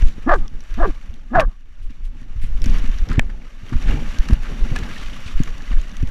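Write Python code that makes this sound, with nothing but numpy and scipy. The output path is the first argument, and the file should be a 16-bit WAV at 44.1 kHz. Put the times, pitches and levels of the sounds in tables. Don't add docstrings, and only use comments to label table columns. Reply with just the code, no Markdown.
import sys
import numpy as np
from scipy import signal
from scipy.fft import rfft, irfft
from scipy.io import wavfile
from scipy.ndimage import uniform_filter1d

SR = 44100
rng = np.random.default_rng(int(sys.argv[2]) if len(sys.argv) > 2 else 0)


def materialize(psi):
    bounded = np.clip(np.atleast_2d(psi).T, -1, 1)
    quanta = np.round(bounded * 32767).astype(np.int16)
    wavfile.write(sys.argv[1], SR, quanta)


def natural_amplitude(level_db):
    exponent = np.asarray(level_db, float) / 20
    return 10 ** exponent


N = 269010

# frequency in Hz, level in dB per Hz.
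SWAY = [(4.7, -34), (8.0, 8), (29, 4.5), (120, -31), (160, -64.5), (260, -120)]
# centre in seconds, sway in dB, half length in seconds.
LURCHES = [(0.049, -2.5, 0.035), (0.354, -10, 0.092), (0.553, -14, 0.026), (0.827, -9.5, 0.092),
           (1.1, -14, 0.016), (1.375, -10, 0.028), (1.465, -12, 0.032), (1.85, -18.5, 0.05),
           (2.057, -20.5, 0.064), (2.45, -16, 0.11), (2.6, -13.5, 0.23), (2.72, -8, 0.083),
           (2.88, -10.5, 0.082), (3.022, -10, 0.023), (3.193, -13.5, 0.081), (3.28, -20, 0.077),
           (3.761, -10, 0.031), (3.893, -10.5, 0.061), (4.059, -16.5, 0.05), (4.2, -8.5, 0.011),
           (4.33, -2, 0.011), (4.42, -21.5, 0.12), (4.635, -8, 0.023), (4.735, -16.5, 0.061),
           (5.074, -22, 0.05), (5.382, -9.5, 0.05), (5.504, -21, 0.084), (5.759, -7, 0.051),
           (6.039, -12, 0.051)]
REST_SWAY_DB, SWAY_FOLLOWS = -28, 0.39
# frequency in Hz, level in dB per Hz.
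RUB = [(35, -37), (60, -3), (177, -5.5), (244, -5), (323, -14.5), (568, -21), (632, -30), (858, -20.5),
       (1000, -41.5), (1300, -49.5), (2200, -120)]
# time in seconds, rub in dB.
EFFORT = [(0, -37.5), (.15, -46), (.39, -39), (.8, -52.5), (1.2, -47), (1.5, -63.5), (1.85, -52.5),
          (2.43, -48), (2.74, -35), (2.89, -51.5), (3.1, -30), (3.45, -52), (3.7, -52), (3.91, -26),
          (4.08, -38), (4.8, -32), (4.93, -40), (6.1, -43)]

# frequency in Hz, level in dB per Hz.
SPLASH = [(350, -24.5), (600, 2), (811, -8), (1160, 2.5), (1330, 0.5), (1690, 2), (2620, -1.5),
          (2990, -0.5), (3270, -6.5), (3630, -5), (5000, -19), (6500, -17), (11000, -120)]
# frequency in Hz, level in dB per Hz.
SPRAY = [(2650, -56), (4500, 3.5), (5070, -4), (5860, -1), (7520, -3), (8220, -11.5), (8930, -8),
         (12100, -12), (13300, -14.5), (14800, -19), (15600, -28.5)]
# time in seconds, splash in dB.
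CHURN = [(0, -42), (.15, -52), (.39, -50), (.51, -56.5), (.8, -45), (1.14, -56.5), (1.61, -62), (2.29, -56),
         (2.58, -49), (2.76, -39.5), (3.04, -45.5), (3.21, -56.5), (3.62, -50.5), (3.91, -40), (4.54, -43),
         (4.7, -39), (5.32, -42), (6.1, -47.5)]
# centre in seconds, dip in dB, half length in seconds.
LULL = (4.385, -4, 0.036)
SPRAY_DB, SPRAY_FOLLOWS = -61, 0.92
# frequency in Hz, width in Hz, level in dB.
PORT = (5660, 350, 2.9)

# start in seconds, peak in dB, ping in Hz, case body in dB.
TICKS = [(0.021, -34, 5580, 9), (0.073, -39, 3980, 5), (0.084, -33, 4370, 5), (0.48, -30.5, 3350, -22),
         (.606, -39, 5800, 8), (.707, -45, 5370, -11), (0.7413, -35, 4600, 12), (1.14, -42, 3720, 9),
         (1.906, -42.5, 5460, -4), (2.619, -22.5, 5430, -3.5), (2.6415, -23.5, 4600, 11),
         (2.659, -26.5, 5640, 5), (2.6979, -32.5, 4680, 5), (2.7846, -27.5, 3970, 5),
         (2.986, -33, 4030, -27), (3.0885, -25.5, 5300, -17), (3.1, -31, 4640, -9), (3.616, -47, 5500, -13),
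         (3.694, -38, 4770, 4), (4.1862, -26.5, 4400, 1), (4.788, -29, 7400, 4), (4.8356, -29, 3980, -7),
         (4.9591, -37, 5800, -3), (5.1347, -36, 4060, -11), (5.435, -23.5, 6670, -0.5),
         (5.504, -38, 4430, -13), (5.622, -35, 4200, -13), (5.895, -38, 4350, -18),
         (5.9683, -25.5, 6260, -5), (6.0267, -37, 5700, 9), (0.342, -29, 5000, 0), (.638, -41, 7500, -3),
         (.81, -50, 5000, -10), (2.215, -50, 9000, -14.5), (2.6025, -45, 5000, -5), (2.861, -31, 3640, -10),
         (3.131, -30, 4700, 3), (3.825, -34, 3630, -8), (4.433, -34, 3500, 4), (4.715, -44, 3460, -8),
         (4.864, -36, 5800, -5), (4.985, -31, 3710, -10), (5.074, -38, 5800, -5), (5.552, -52, 8000, -15),
         (5.583, -40, 6000, -10), (5.815, -30.5, 6950, -10), (5.477, -43, 3460, 4), (5.916, -37, 5900, -12),
         (6.074, -37, 5890, 4), (6.089, -42, 9000, -15)]
# frequency in Hz, width in Hz, level in dB.
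CASE = [(852, 84, 16.5), (1340, 200, -30.5), (1460, 81, 6.5), (2500, 1470, 2), (3300, 200, -6),
        (5800, 200, -18), (6850, 300, 3), (10500, 1800, -96.5)]
KNOCK_S = [1.3975, 1.404, 3.1942, 4.2868, 4.333, 4.7615, 4.756, 4.309, 5.4752, .0215]
# peak in dB, rattle T60 in seconds, dull part in dB, bright part in dB.
KNOCKS = [
    (-5, 0.02, -5, -15.5),
    (-11.5, 0.045, 4, 3),
    (-1, 0.0084, -8, -6),
    (-18.5, 0.034, 1, 11.5),
    (-20, 0.015, 13, 18),
    (-14.5, 0.024, 0, 5.5),
    (-26, 0.013, 8, -5),
    (-24, 0.014, 13, -3),
    (-32.5, .012, 5, -10),
    (-26, 0.018, -8, -5),
]
# frequency in Hz, width in Hz, level in dB.
BUCKLE = [(1680, 215, 7), (2380, 700, -1), (4030, 500, -10), (5500, 900, -14.5), (7650, 520, -14),
          (11240, 2700, -29)]
# start in seconds, peak in dB, push in Hz, case boom in dB.
THUDS = [(0.022, -13, 72.7, -15.5), (0.511, -42, 74, 0.5), (1.9, -37.5, 70.4, 2), (2.215, -38.5, 102, 0),
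         (2.358, -25, 73, -23), (2.435, -23, 88.8, -10), (2.619, -25, 71.4, -10), (2.659, -11, 72.7, -8),
         (2.693, -16, 95, -10), (2.839, -34.5, 72.7, 10), (2.887, -35, 72.7, 6.5), (3.094, -19, 73, -5),
         (3.105, -10.5, 72, -14), (3.18, -0.5, 92, -13.5), (3.629, -29, 90, -10), (3.722, -16.5, 151, -3.5),
         (3.731, -16.5, 152, -20), (3.751, -10.5, 72.6, -14), (3.893, -17, 72.7, -13),
         (3.94, -10.5, 74.5, -13.5), (4.184, -25, 59.6, -15), (4.298, -11.5, 181, -26),
         (4.307, -13.5, 193, -17), (4.324, -2, 52, -21), (4.715, -13.5, 126, -14.5),
         (4.814, -29.5, 103, -30), (5.256, -24, 80, -13), (5.402, -5, 145, -14), (5.707, -23.5, 72.7, -5),
         (6.029, -6.5, 87, -15)]
BOOM_HZ, BOOM_T60_S = 235, .055
JOLT_T60_S, JOLT_STIFFENS = 0.019, 0.077
# start in seconds, rms in dB, length in seconds,
# centre in Hz.
SLOSHES = [(1.346, -22, 0.079, 126), (2.709, -45.5, 0.28, 210), (3.909, -36.5, 0.051, 300),
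           (4.488, -37, 0.039, 300), (4.7, -41.5, 0.17, 353), (1.815, -58.5, 0.041, 2500),
           (1.89, -52.5, 0.038, 1780), (2.04, -55, 0.026, 2500), (2.412, -45.5, 0.055, 1950),
           (2.638, -41.5, 0.08, 1870), (3.085, -34.5, 0.093, 1340), (3.293, -44.5, 0.021, 1370),
           (3.726, -33.5, 0.016, 1090), (3.864, -33.5, 0.058, 1670), (4.299, -36, 0.0093, 700),
           (4.314, -56, 0.0075, 890), (4.442, -40.5, 0.068, 1380), (4.754, -35, 0.011, 1110),
           (4.83, -35.5, 0.01, 1500), (5.474, -40.5, 0.015, 1000), (5.708, -38.5, 0.032, 1460),
           (4.065, -49, 0.067, 2930), (4.898, -45.5, 0.22, 2630), (5.075, -58, 0.27, 2940),
           (5.25, -43, 0.075, 2740), (5.77, -49, 0.071, 2500), (5.59, -67, 0.031, 1800),
           (5.703, -44, 0.046, 493), (3.881, -43, 0.052, 700), (4.303, -51, 0.026, 595),
           (4.717, -63, .1, 700), (3.621, -46, 0.22, 197), (.04, -54.5, .08, 4600),
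           (0.332, -52.5, 0.039, 5500), (1.82, -67, .04, 8000), (2.045, -63, .03, 7960),
           (2.41, -56.5, .06, 7950), (2.6, -34, 0.26, 155), (3.3, -57, 0.27, 374), (1.1, -54.5, 0.043, 249)]

# time in seconds, fold pitch in Hz, level in dB, mouth opening in dB per octave,
# second partial in dB.
BARKS = [
    [(.255, 184, -23, -19.5, -2), (.276, 276, -10, -12, -8), (.288, 371, -16.5, -3, 0),
     (.303, 334.7, -11.5, -3.5, 3), (.309, 413, -15.5, -3.5, -1), (.322, 300, -8.5, -6, 1.5),
     (.337, 270.5, -14, 3.5, 9), (.358, 206, -21.5, -7.5, -7), (.405, 110, -37, -27, 6)],
    [(.766, 178, -25.5, -16, -8), (.785, 240.2, -22.5, -10.5, -13), (.8, 328.4, -26, -6.5, 5),
     (.816, 356, -17.5, -7, 6.5), (.825, 339, -18, -5.5, -7.5), (.834, 279.6, -17, -7, -1.5),
     (.852, 218, -19, -1, 1.5), (.876, 192, -24, -16.5, 0.5), (.918, 103, -33.5, -5, -9)],
    [(1.299, 210.7, -28, -31, -5), (1.332, 246.2, -13, -10, -8.5), (1.346, 337, -21.5, -3.5, 4.5),
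     (1.36, 381.5, -9.5, 0.5, 0.5), (1.376, 349.6, -13.5, -3, 1.5), (1.39, 337.8, -7.5, -7, 2.5),
     (1.41, 300, -19, -3.5, -2), (1.44, 249, -25.5, -8.5, -7.5), (1.46, 180, -44, 9.5, -2)],
]
# frequency in Hz, width in Hz, level in dB.
THROAT = [(300, 180, -1.5), (776, 250, 0.9), (1208, 97, 7.5), (1684, 98, 7.5), (2054, 224, -15),
          (2380, 300, -29.5), (2770, 200, -26.5), (4600, 200, -59)]
HOARSE = [.55, .45, .35]
CLEAR_RISE = [.25, .75, .2]
# centre in seconds, depth in dB, half length in seconds.
CRACKS = [(.307, -12, 0.0015), (0.363, -2, .004), (0.341, -8, .003), (0.795, -12, 0.0035),
          (0.821, -21, 0.0019), (0.844, -19, .003), (0.871, -18, .004), (1.352, -5, 0.0033),
          (1.415, -8, 0.0037)]
SHUT_DB, WIDE_DB = -23.5, -8.5
DOUBLING_S = 0.023
UPPER_LOSS_DB = -11
CLOSING_SAG, CLOSING_S = .95, .05
SWELL_S = .012
ECHO_DB = [-24.5, -23, -28]
# delay in seconds, scatter in seconds.
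BANK_ECHO = (0.115, 0.008)

# start in seconds, peak in dB, pitch in Hz.
PLOPS = [(3.617, -47, 1230), (3.6857, -32, 3110), (3.73, -32, 1200), (3.8837, -26, 1980),
         (3.9197, -26, 1660), (3.947, -28, 1280), (4.063, -37, 1230), (4.142, -39, 1210),
         (4.185, -43, 1780), (4.2855, -27, 1270), (4.3322, -30, 1900), (4.4455, -35, 1550),
         (4.65, -35, 1390), (4.7612, -10, 1670), (4.8271, -25, 1680), (4.9648, -22.5, 1830),
         (5.1324, -23.5, 2940), (5.2791, -24, 2430), (5.311, -33, 1220), (5.3579, -34, 1340),
         (5.4267, -31, 1940), (5.474, -30, 1110), (5.605, -28.5, 1700), (5.649, -37, 1120),
         (5.7137, -32, 1150), (5.7679, -29, 1650), (5.8662, -34, 1870), (5.8922, -34, 1920),
         (5.9535, -35, 1900)]
PLOP_CYCLES, PLOP_RISE, PLOP_DB = 51, 0.046, -3.5


def rms_one(x):
    return x / np.sqrt(np.mean(x ** 2) + 1e-20)


def in_time(rows, t):
    s, *columns = np.transpose(rows)
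    return [np.interp(t, s, c) for c in columns]


def drift(rate_hz):
    r = np.exp(-2 * np.pi * rate_hz / SR)
    noise = rng.standard_normal(N + 20000)
    return rms_one(signal.lfilter([1], [1, -2 * r, r * r], noise)[20000:])


def coloured(x, spectrum):
    hz, level_db = np.transpose(spectrum)
    grid = np.arange(N // 2 + 1) * SR / N + 1
    gain_db = np.interp(np.log(grid), np.log(hz), level_db, -120, -120)
    return rms_one(irfft(rfft(x) * natural_amplitude(gain_db), N))


def resonate(x, peaks):
    out = 0
    for k, (hz, width_hz, level_db) in enumerate(peaks):
        r = np.exp(-np.pi * width_hz / SR)
        zeros = [(1 - r * r) / 2, 0, (r * r - 1) / 2]
        poles = [1, -2 * r * np.cos(2 * np.pi * hz / SR), r * r]
        out = out + (-1) ** k * natural_amplitude(level_db) * signal.lfilter(zeros, poles, x)
    return out


def lowpass(x, hz, order):
    return signal.sosfilt(signal.butter(order, hz, fs=SR, output="sos"), x)


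def bandpass(x, low_hz, high_hz, order):
    return signal.sosfilt(signal.butter(order, [low_hz, high_hz], "band", fs=SR, output="sos"), x)


def add(out, s, piece):
    i = round(s * SR)
    out[i:i + len(piece)] += piece[:N - i]


def grains(per_s, spread_db):
    sizes = natural_amplitude(spread_db * np.minimum(rng.exponential(1, N), 5)) * rng.choice([-1, 1], N)
    return sizes * (rng.random(N) < per_s / SR)


def patchy(x, surge_db, low_hz, count, patchy_db):
    out = x
    for low in low_hz * 2 ** (np.arange(count) / 2):
        band = bandpass(x, low, min(low * 2 ** .5, 19000), order=1)
        out = out + band * (natural_amplitude(patchy_db * drift(25)) - 1)
    return rms_one(out * natural_amplitude(surge_db))


def swaying(t, rub_db):
    power = natural_amplitude(2 * (REST_SWAY_DB + SWAY_FOLLOWS * (rub_db + 44.0)))
    for s, level_db, half in LURCHES:
        power = power + natural_amplitude(2 * level_db) * np.exp(-2 * ((t - s) / half) ** 2)
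    return 10 * np.log10(power)


def harness(sway_db, rub_db):
    sway = coloured(rng.standard_normal(N), SWAY)
    sway = sway / np.sqrt(uniform_filter1d(sway ** 2, size=5000) + 0.036)
    lumps = rms_one(grains(86, spread_db=1.5))
    rub = coloured(rng.standard_normal(N) + 0.53 * lumps, RUB)
    rub = patchy(rub, 2.2 * drift(10), 60.6, count=9, patchy_db=3.0)
    return natural_amplitude(sway_db) * sway + natural_amplitude(rub_db) * rub


def ringing_bubbles():
    dealt, clicks, out = rng.integers(0, 16, N), grains(900, spread_db=2.7), 0
    for k, hz in enumerate(np.geomspace(800, 4500, 16)):
        out = out + resonate(clicks * (dealt == k) + 1e-18, [(hz, hz / 25.0, 0)])
    return coloured(out, [(700, 2.2), (4800, 5.7)])


def water(splash_db, spray_db):
    churn = coloured(rng.standard_normal(N) + 0.31 * ringing_bubbles(), SPLASH)
    droplets = rms_one(grains(300, spread_db=8.5))
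    spray = coloured(rng.standard_normal(N) + 0.16 * droplets, SPRAY)
    spray = spray + resonate(spray, [PORT])
    surge_db = 1.1 * drift(12) + 1.4 * drift(70)
    churn = patchy(churn, surge_db, 379.2, count=8, patchy_db=0.0)
    spray = patchy(spray, surge_db, 4574, count=4, patchy_db=.8)
    return natural_amplitude(splash_db) * churn + natural_amplitude(spray_db) * spray


def ticks():
    out, t = np.zeros(N), np.arange(400) / SR
    shell = [(3170, 730, -1.5), (4550, 1000, 1.0), (5800, 800, 7.5), (7090, 640, -4), (11550, 1000, -35.0)]
    for (s, level_db, hz, body_db), crack in zip(TICKS, rng.standard_normal((len(TICKS), 400))):
        ping = natural_amplitude(-60 * t / 0.006) * np.sin(2 * np.pi * hz * t)
        snap = 2.0 * resonate(natural_amplitude(-60 * t / 0.0029) * crack, shell)
        body = natural_amplitude(min(body_db, 4) - 10.5 - 60 * t / 0.033) * resonate(crack, CASE[1:4]) * 3.0
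        add(out, s, natural_amplitude(level_db - 3.0) * (ping + snap + body))
    return out


def knocks():
    out, t = np.zeros(N), np.arange(2000) / SR
    thin = signal.butter(8, 1480, "high", fs=SR, output="sos")
    rattles = rng.standard_normal((len(KNOCKS), 2000))
    for s, (level_db, t60, dull_db, bright_db), rattle in zip(KNOCK_S, KNOCKS, rattles):
        decay = natural_amplitude(-60 * t / t60)
        blow = 0.62 * rattle * decay + 1.23 * (t < .00005)
        bright = natural_amplitude(bright_db) * resonate(blow * decay, BUCKLE[2:])
        ring = signal.sosfilt(thin, resonate(blow, BUCKLE[:2]) + bright)
        ring = ring + natural_amplitude(dull_db) * resonate(blow, [(700, 380, 0.0015)])
        add(out, s, natural_amplitude(level_db) * ring / np.abs(ring).max())
    return out


def thuds():
    out, t = np.zeros(N), np.arange(5000) / SR
    rise = (1 - np.exp(-t / 0.0025)) ** 2
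    for (s, level_db, hz, boom_db), side in zip(THUDS, rng.choice([-1, 1], len(THUDS))):
        t60 = JOLT_T60_S * np.exp(-JOLT_STIFFENS * (level_db + 10.0))
        push = rise * natural_amplitude(-60 * t / max(t60, .016)) * np.sin(2 * np.pi * hz * t)
        boom = rise * natural_amplitude(boom_db + 9 - 60 * t / BOOM_T60_S) * np.sin(2 * np.pi * BOOM_HZ * t)
        add(out, s, side * natural_amplitude(level_db) * (push / np.abs(push).max() + boom))
    return lowpass(out, 790, order=2)


def sloshes():
    out, t = np.zeros(N), np.arange(16000) / SR
    noises = rng.standard_normal((len(SLOSHES), 2, 16000))
    for (s, level_db, length, hz), (noise, lumps) in zip(SLOSHES, noises):
        grainy = noise * natural_amplitude(2.5 * rms_one(lowpass(lumps, 100.0, order=2)))
        wide = [(hz, 1.115 * hz, 0)]
        band = resonate(resonate(grainy, wide), wide)
        swell = np.e * 3 * t / length * np.exp(-3 * t / length)
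        add(out, s, natural_amplitude(level_db) * rms_one(band) * swell)
    return out


def hoarseness(opening_db, most):
    return most * np.clip((opening_db - SHUT_DB) / (WIDE_DB - SHUT_DB), .1, 1)


def throat(x, peaks, closed):
    lower = [(hz * CLOSING_SAG, width_hz, level_db) for hz, width_hz, level_db in peaks]
    return (1 - closed) * resonate(x, peaks) + closed * resonate(x, lower)


def partial_weights(k, t, pitch, opening_db, second_db, odd):
    tilt_db = opening_db * np.log2(np.clip(k * pitch, 150, 1800) / 600)
    weights = natural_amplitude(tilt_db) * np.where(k % 2, np.clip(odd, 0.12, 1), 1)
    weights[0] *= natural_amplitude(-.8 * (opening_db + 11.5))
    crack_db = sum(depth_db * np.exp(-((t - s) / half) ** 2) for s, depth_db, half in CRACKS)
    weights[1] *= natural_amplitude(second_db + crack_db)
    weights[2:] *= natural_amplitude(UPPER_LOSS_DB * np.clip(1 - odd, 0, 1))
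    return weights


def bank_echo(far):
    lag_s, scatter_s = BANK_ECHO
    dull = bandpass(far, 900, 1350, order=2)
    leaves = rng.standard_normal(3000) * np.exp(-np.arange(3000) / SR / scatter_s) / 30
    out = np.zeros(N)
    add(out, lag_s, signal.fftconvolve(dull, leaves)[:N])
    return out


def barks():
    out, far = np.zeros(N), np.zeros(N)
    wobble, flutter = drift(113), drift(190)
    breath = lowpass(rng.standard_normal(N), 4700, order=2)
    windpipe = [(1150, 250, 0.1), (1670, 230, 0.1)]
    breath = 0.8 * breath + 1.2 * resonate(breath, windpipe)
    k = np.arange(1, 25)[:, None]
    for rows, most, clear, echo_db in zip(BARKS, HOARSE, CLEAR_RISE, ECHO_DB):
        span = np.arange(round(rows[0][0] * SR), round(rows[-1][0] * SR))
        pitch, level_db, opening_db, second_db = in_time(rows, span / SR)
        to_top_s = (np.argmax(pitch) - np.arange(len(span))) / SR
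        closed = np.clip(-to_top_s / CLOSING_S, 0, 1)
        odd = .5 + to_top_s / DOUBLING_S
        rough = hoarseness(opening_db, most) * (1 - clear * np.clip(odd, 0, 1))
        phase = 2 * np.pi * np.cumsum(pitch * (1 + 0.047 * rough * wobble[span])) / SR
        weights = partial_weights(k, span / SR, pitch, opening_db, second_db, odd)
        shimmer = natural_amplitude(flutter[span] * np.where(k > 2, 1.0 + 3.5 * rough, 1.5 + rough))
        voice = throat((shimmer * weights * np.cos(k * phase)).sum(axis=0), THROAT, closed)
        gated = breath[span] * (1 + np.cos(2 * phase)) * natural_amplitude(opening_db)
        hoarse = throat(gated, THROAT[1:], closed)
        mixed = voice * (1 - .4 * rough) + 3.6 * rough * hoarse
        mixed = lowpass(mixed, 2600, order=1) + natural_amplitude(-17) * resonate(mixed, [(4600, 3200, 0.33)])
        even = np.sqrt(uniform_filter1d(mixed ** 2, size=1100) + 1e-9)
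        ends = np.minimum(span - span[0], span[-1] - span) / SR / SWELL_S
        out[span] = natural_amplitude(level_db) * np.clip(ends, 0, 1) ** 2 * mixed / even
        far[span] = natural_amplitude(echo_db) * out[span]
    return out + bank_echo(far)


def plops():
    out, t = np.zeros(N), np.arange(1500) / SR
    for s, level_db, hz in PLOPS:
        turns = hz * t
        ring = np.sin(2 * np.pi * turns * (1 + PLOP_RISE * turns / PLOP_CYCLES))
        decay = natural_amplitude(level_db + PLOP_DB - 60 * turns / PLOP_CYCLES)
        add(out, s, decay * (1 - np.exp(-turns)) * ring)
    return out


def scene():
    t = np.arange(N) / SR
    (splash_db,), (rub_db,) = in_time(CHURN, t), in_time(EFFORT, t)
    lull_s, lull_db, lull_half_s = LULL
    splash_db = splash_db + lull_db * np.exp(-((t - lull_s) / lull_half_s) ** 4)
    spray_db = SPRAY_DB + SPRAY_FOLLOWS * (splash_db + 50.0)
    straps = harness(swaying(t, rub_db), rub_db)
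    blows = ticks() + knocks() + thuds() + sloshes() + plops()
    return (straps + water(splash_db, spray_db) + blows + barks())[None]


def low_pass(x):
    return signal.sosfilt(signal.butter(12, 15710, fs=SR, output="sos"), x)


def record(dry):
    rounded = np.clip(1.795 * np.tanh(dry / 1.83), -1, 1)
    return low_pass(lowpass(rounded, 15200, order=12))


dry = scene()
out = record(dry)
materialize(out)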